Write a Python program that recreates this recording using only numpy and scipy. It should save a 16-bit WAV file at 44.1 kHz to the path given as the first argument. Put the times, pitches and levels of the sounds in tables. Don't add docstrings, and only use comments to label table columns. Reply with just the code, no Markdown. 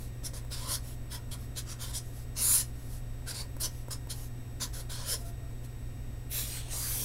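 import sys
import numpy as np
from scipy import signal
from scipy.fft import rfft, irfft, next_fast_len
from scipy.io import wavfile
from scipy.ndimage import uniform_filter1d, map_coordinates

SR = 44100
rng = np.random.default_rng(int(sys.argv[2]) if len(sys.argv) > 2 else 0)


def master(y):
    cut = np.clip(np.atleast_2d(y).T, -1, 1)
    pcm = np.round(cut * 32767)
    wavfile.write(sys.argv[1], SR, pcm.astype(np.int16))


N = 310464

# pitch_hz, level_db (rms)
HUM_TONES = [(29.6,-50.5),(58.2,-48),(77,-54.5),(97,-56),(119.8,-44.5),(237,-66),(281,-66),(353,-68),(709,-69.5),(1863,-71),(2762,-78.5),(3725,-74),(5588,-75),(7450,-83),(7989.5,-67.5),(12495,-73)]
# pitch_hz, relative_level_db
RUMBLE_COLOUR = [(18,2.5),(30,6.5),(40,-9),(52,7),(60,-2.5),(70,-10),(87,-5.5),(102,-3.5),(124,-10.5),(146,-13),(220,-23.5),(300,-44)]
# pitch_hz, relative_level_db
AIR_COLOUR = [(120,-12),(190,-7.5),(250,2),(320,-7.5),(480,-8),(680,-14),(820,-17),(1500,-20.5),(2400,-22),(3200,-27.5),(6000,-32),(10000,-34),(12500,-37),(15800,-36)]
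# start_s, length_s, level_db
HAND_SHIFTS = [(-.08, 0.18, -53.5), (0.816, 0.15, -51), (1.368, 0.11, -57), (2.0, .14, -59),
               (2.11, 0.15, -55.5), (2.62, 0.11, -63), (2.718, 0.23, -59.5), (2.871, 0.14, -52),
               (3.686, 0.17, -57.5), (4.115, 0.18, -50), (5.16, .09, -53.5), (5.232, 0.085, -52.5),
               (5.63, 0.042, -54.5)]
# pitch_hz, relative_level_db
BRUSH_COLOUR = [(500,-1),(2000,-10),(5000,-2),(8000,-4),(11000,1.5),(13000,-2),(15800,-9.5)]
# start_s, attack_s, hold_s, scrape_db, rasp_db, fizz_db, favoured_hz, damped_hz
PEN_STROKES = [ (0.231, 0.03, .006, -39, -4, -0.5, 5630, 2500),
               (0.331, 0.011, 0.038, -47, 1, -1, 6300, 5230),
               (0.504, 0.026, 0.015, -40, -1.5, -5.5, 5230, 6450),
               (.535, .02, 0.13, -46.5, 3, -3.5, 3230, 6500),
               (0.649, 0.081, 0.023, -34.5, 1, -0.5, 4640, 2660),
               (1.1, 0.029, 0.027, -43, 2, 1, 3250, 10100), (1.309, .011, 0.02, -43, -4, -1.5, 3320, 6300),
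               (1.555, 0.027, .009, -36, -6, -3, 3660, 10000),
               (1.654, 0.063, 0.0072, -43, -1.5, -5.5, 6000, 4450),
               (1.787, 0.041, .018, -41.5, 0.5, 0, 3600, 9800),
               (1.84, 0.022, 0.049, -47.5, 0.5, 0.5, 3560, 9800),
               (1.923, 0.035, 0.021, -36, -11, -4.5, 7760, 2520),
               (3.261, .027, 0.026, -40.5, 2.5, -2.5, 4430, 3280),
               (3.314, 0.045, 0.055, -41.5, 1.5, -7.5, 4500, 3240),
               (3.598, 0.013, 0.018, -38.5, 1.5, 5.5, 4620, 3540),
               (3.622, 0.017, 0.017, -34, 0.5, -3, 6100, 3570),
               (3.903, 0.0097, 0.019, -39, -3, -2.5, 5230, 3530),
               (4.09, 0.018, .01, -39, -8, -2, 9000, 8100), (4.599, .022, 0.02, -35, 4, -6.5, 6300, 8600),
               (4.726, 0.015, 0.067, -48, 3, 2.5, 6200, 8600),
               (4.891, .013, 0.055, -42.5, 0, -5, 3200, 7000),
               (4.943, .02, 0.099, -46, 2.5, -10, 3240, 7150),
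               (5.045, 0.065, 0.033, -35.5, 2, 1, 5100, 2580), ]
# time_s, scrape_db, fizz_db (an offset)
UNDERLINE_LEVELS = [(2.35, -70, 10), (2.366, -44, -6), (2.376, -37.5, 0), (2.426, -33.5, 6),
                    (2.472, -34.5, 9.5), (2.552, -31, 9.5), (2.614, -35.5, 3.5), (2.66, -62, -9)]
# time_s, favoured_hz, damped_hz
UNDERLINE_PLACES = [(2.39, 5960, 3250), (2.44, 7170, 3200), (2.6, 7370, 3320)]
# pitch_hz, width_hz, lift_db
NIB_RESONANCES = [(3180, 190, 5.5), (5290, 250, 6), (7080, 410, 4), (10160, 2000, 4.5), (12300, 650, 1.5)]
# pitch_hz, relative_level_db
SCRAPE_COLOUR = [(1200,-21),(2200,-11),(2800,-10),(3500,-1.5),(4600,1.5),(6200,-1),(7800,-4),(8700,-5.5),(9800,-7.5),(12000,-61)]
# pitch_hz, relative_level_db
RASP_COLOUR = [(200,-5),(400,-5),(550,5),(780,-10),(1020,5),(1200,-4),(1420,2.5),(1900,-6.5),(2400,-11),(4000,-17.5)]
# pitch_hz, relative_level_db
FIZZ_COLOUR = [(6000,-78),(8300,-6.5),(9200,-3),(10700,4),(11400,-1),(12400,-1.5),(13500,-5),(15800,-11)]
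# start_s, level_db, click_db (compared with the knock)
NIB_TAPS = [(0.236, -35, 3), (0.335, -34, -5), (0.449, -36, 1), (0.514, -34, 1), (1.057, -43, -1),
            (3.223, -38, -14), (3.567, -30.5, 0), (3.884, -28, -4), (4.072, -34.5, 0), (4.602, -48, 4),
            (4.732, -43, -4), (5.924, -51, -13)]
# pitch_hz, relative_level_db, fade_s (time to fall 60 dB)
DESK_TONES = [(368, -10, 0.011), (535, 3.5, 0.017), (935, -3, 0.02), (1360, -12, .02)]
# start_s, length_s, pitch_hz, level_db
SQUEAK_AND_FAINT_TONES = [(5.132, 0.033, 1034, -47), (5.16, 0.21, 688, -54), (5.38, 0.14, 680, -58)]
# time_s, rub_db, fizz_db (compared with the rub)
LOOP_LEVELS = [(6.298, -81, 25), (6.316, -47, 9), (6.388, -39.5, 6), (6.466, -48, 3), (6.574, -43.5, -2),
               (6.648, -57, -10), (6.678, -55.5, -9), (6.728, -41, -6), (6.796, -43, 5.5), (6.826, -40, 0),
               (6.906, -42, 7.5), (7.04, -42, 4.5)]
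# time_s, lower_hz, upper_hz, trough_hz
LOOP_HOLLOW = [(6.3,3920,5400,4700),(6.42,3700,7660,4670),(6.55,2880,8200,6030),(6.68,3000,9200,5200),(6.76,5900,9000,5600),(6.85,4760,10000,3700),(7.04,6300,8900,4900)]
# pitch_hz, relative_level_db
LOOP_RUB_COLOUR = [(2500,-26.5),(4300,-6.5),(5200,-2.5),(6000,-0.5),(6800,-3.5),(8300,-2),(9200,-3),(10200,-8),(12000,-30)]
# pitch_hz, relative_level_db
LOOP_BODY_COLOUR = [(250,-9),(500,2.5),(750,-7.5),(1050,-3),(1400,-4),(1900,1),(2700,-0.5),(3400,0.5),(4200,0),(4800,-13),(6500,-39)]
# pitch_hz, relative_level_db
LOOP_FIZZ_COLOUR = [(6000,-33),(8300,-18),(9300,-5.5),(11200,2.5),(12800,2),(14200,-2),(15800,-5.5)]

SHIFT_CURVE = 0.88
ATTACK_DEPTH_DB, RELEASE_S, RELEASE_CURVE = 22, 0.032, 1.1
TOUCH_S = 0.0027
USUAL_DB = -42.5
RASP_DB, RASP_GROWS, FIZZ_GROWS = -52, 0.46, 1.3
UNDERLINE_RASP_DB = -3
PLACE_CONTRAST_DB, UNDERLINE_CONTRAST_DB = 6.5, 9.5
LOOP_BODY_DB, LOOP_BODY_GROWS = -48, 0.4
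BAND_LIMIT_HZ = 15780


def amp(db):
    return 10 ** (np.asarray(db) / 20)


def unit(x):
    return x / np.sqrt(np.mean(x ** 2) + 1e-20)


def wobble(rate):
    points = rng.standard_normal(int(N * rate / SR) + 4)
    return map_coordinates(points, [np.arange(N) * rate / SR])


def filtered(x, response):
    size = next_fast_len(N + 8192)
    hz = np.fft.rfftfreq(size, 1 / SR)
    return irfft(rfft(x, size) * response(hz), size)[:N]


def coloured(x, spectrum, resonances=()):
    pitch_hz, level_db = np.transpose(spectrum)

    def response(hz):
        smooth_db = np.interp(np.log(hz + 1), np.log(pitch_hz), level_db)
        peaks_db = sum(lift / (1 + (2 * (hz - centre) / width) ** 2) for centre, width, lift in resonances)
        return amp(smooth_db + peaks_db)

    return unit(filtered(x, response))


def curves(rows):
    s, *columns = np.transpose(rows)
    return [np.interp(np.arange(N) / SR, s, column) for column in columns]


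def contact(start, end):
    t = np.arange(N) / SR
    return np.clip(np.minimum(t - start, end - t) / TOUCH_S + 1, 0, 1)


def snags(rate, spread_db):
    caught = rng.random(N) < rate / SR
    sizes = rng.choice([-1, 1], N) * amp(spread_db * rng.standard_normal(N))
    return unit(caught * sizes / np.sqrt(np.minimum(rate, SR)))


def travelling(x, patchy_db, resonances=(), width=0.11):
    hz, t, z = signal.stft(x, SR, nperseg=512)
    patches = rng.standard_normal(z.shape)
    patches = uniform_filter1d(patches, size=4, axis=0)
    patches = uniform_filter1d(patches, size=18, axis=1)
    db = patchy_db * unit(patches)
    for times, centres, lift_db in resonances:
        bumps = lift_db / (1 + (2 * (hz[:, None] / centres - 1) / width) ** 2)
        db = db + [np.interp(t, times, row) for row in bumps]
    return unit(signal.istft(z * amp(db), nperseg=512)[1][:N])


def background():
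    t = np.arange(N) / SR
    hum = np.zeros(N)
    for hz, db in HUM_TONES:
        steady = 110 < hz < 130 or hz > 1000
        drift = (.08 if steady else .9) * wobble(6)
        hum += amp(db) * np.sqrt(2) * np.sin(2 * np.pi * (hz * t + rng.random()) + drift)
    rumble = amp(-43.0) * coloured(rng.standard_normal(N), RUMBLE_COLOUR)
    air = amp(-54.0) * coloured(rng.standard_normal(N), AIR_COLOUR)
    return hum + rumble + air


def hand():
    t = np.arange(N) / SR
    swells = []
    for s, length, db in HAND_SHIFTS:
        progress = np.clip((t - s) / length, 0, 1)
        swells.append(amp(db) * np.abs(np.sin(np.pi * progress)) ** SHIFT_CURVE)
    brush = travelling(coloured(snags(15000, spread_db=3.5), BRUSH_COLOUR), patchy_db=2.0)
    return np.max(swells, axis=0) * brush


def room(x, t60):
    t = np.arange(SR // 2) / SR
    tail = rng.standard_normal(len(t)) * amp(-60 * t / t60) * (t > .004)
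    return signal.fftconvolve(x, tail / np.linalg.norm(tail))[:N]


def stroke_shape(start, attack, hold):
    t = np.arange(N) / SR - start
    speeding = np.clip(1 - t / attack, 0, 1)
    braking = np.clip((t - attack - hold) / RELEASE_S, 0, 10)
    return -ATTACK_DEPTH_DB * speeding ** 2 - 20 * braking ** RELEASE_CURVE


def friction(scrape_db, rasp_db, fizz_db):
    speed_db = scrape_db - USUAL_DB
    rasp_level_db = RASP_DB + rasp_db + RASP_GROWS * speed_db
    fizz_level_db = USUAL_DB + fizz_db + FIZZ_GROWS * speed_db
    return amp([scrape_db, rasp_level_db, fizz_level_db])


def pen_path():
    line_db, line_fizz_db = curves(UNDERLINE_LEVELS)
    line_contact = contact(UNDERLINE_LEVELS[0][0], UNDERLINE_LEVELS[-1][0])
    gains = friction(line_db, UNDERLINE_RASP_DB, line_fizz_db - 1.6) * line_contact
    places = [(*row, UNDERLINE_CONTRAST_DB) for row in UNDERLINE_PLACES]
    for s, attack, hold, db, rasp_db, fizz_db, favoured, damped in PEN_STROKES:
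        stroke_db = db + stroke_shape(s, attack, hold)
        stroke = friction(stroke_db, rasp_db, fizz_db) * contact(s, np.inf)
        gains = np.maximum(gains, stroke)
        places.append((s + attack + hold / 2, favoured, damped, PLACE_CONTRAST_DB))
    s, favoured, damped, contrast_db = np.transpose(sorted(places))
    return gains, [(s, favoured, contrast_db), (s, damped, -contrast_db)]


def marker():
    (scrape_gain, rasp_gain, fizz_gain), place = pen_path()
    snag_rate = 9000 * (scrape_gain / amp(USUAL_DB) + .01) ** .25
    fibres = snags(snag_rate, spread_db=1)
    scrape = travelling(coloured(fibres, SCRAPE_COLOUR, NIB_RESONANCES), patchy_db=3.0, resonances=place)
    rasp = travelling(coloured(fibres, RASP_COLOUR), patchy_db=4)
    fizz = travelling(coloured(fibres, FIZZ_COLOUR, NIB_RESONANCES), patchy_db=1.1, resonances=place)
    return amp(-1.16) * scrape_gain * scrape + rasp_gain * rasp + amp(-3.9) * fizz_gain * fizz


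def taps():
    out, t = np.zeros(N + SR), np.arange(SR // 8) / SR
    for s, db, click_db in NIB_TAPS:
        knock = np.zeros(len(t))
        for hz, tone_db, t60 in DESK_TONES:
            fading_db = tone_db + rng.normal(0, 0.67) - 60 * t / t60
            knock += amp(fading_db) * np.sin(2 * np.pi * hz * t)
        bright_noise = np.diff(rng.standard_normal(len(t) + 1))
        click = bright_noise * amp(click_db - 7 - 60 * t / .025)
        out[round(s * SR):][:len(t)] += amp(db - 10.5) * (knock + click)
    return out[:N]


def squeak_and_faint_tones():
    t, out = np.arange(N) / SR, np.zeros(N)
    for s, length, hz, db in SQUEAK_AND_FAINT_TONES:
        swell = np.sin(np.pi * np.clip((t - s) / length, 0, 1))
        phase = 2 * np.pi * np.cumsum(hz * (1 + 0.0155 * wobble(120))) / SR
        out += amp(db) * swell * (np.sin(phase) + amp(-10) * np.sin(2 * phase))
    return out


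def loop():
    rub_db, fizz_db = curves(LOOP_LEVELS)
    body_db = LOOP_BODY_DB + LOOP_BODY_GROWS * (rub_db - USUAL_DB)
    s, lower, upper, trough = np.transpose(LOOP_HOLLOW)
    lift_db, trough_db = 5, -4.5
    hollow = [(s, lower, lift_db), (s, upper, lift_db), (s, trough, trough_db)]
    fibres = snags(16000, spread_db=2.5)
    rub = travelling(coloured(fibres, LOOP_RUB_COLOUR), patchy_db=3.0, resonances=hollow)
    body = travelling(coloured(fibres, LOOP_BODY_COLOUR), patchy_db=4.0, resonances=hollow)
    fizz = travelling(coloured(fibres, LOOP_FIZZ_COLOUR), patchy_db=1.7)
    mix = amp(rub_db + 0.25) * rub + amp(body_db) * body + amp(rub_db + fizz_db - 1.1) * fizz
    return mix * contact(LOOP_LEVELS[0][0], np.inf)


def scene():
    writing = hand() + marker() + taps() + squeak_and_faint_tones() + loop()
    mono = background() + writing + amp(-14.5) * room(writing, t60=0.2)
    return np.array([mono, mono])


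def record(dry):
    return np.array([filtered(x, lambda hz: hz < BAND_LIMIT_HZ) for x in dry])


dry = scene()
out = record(dry)
master(out)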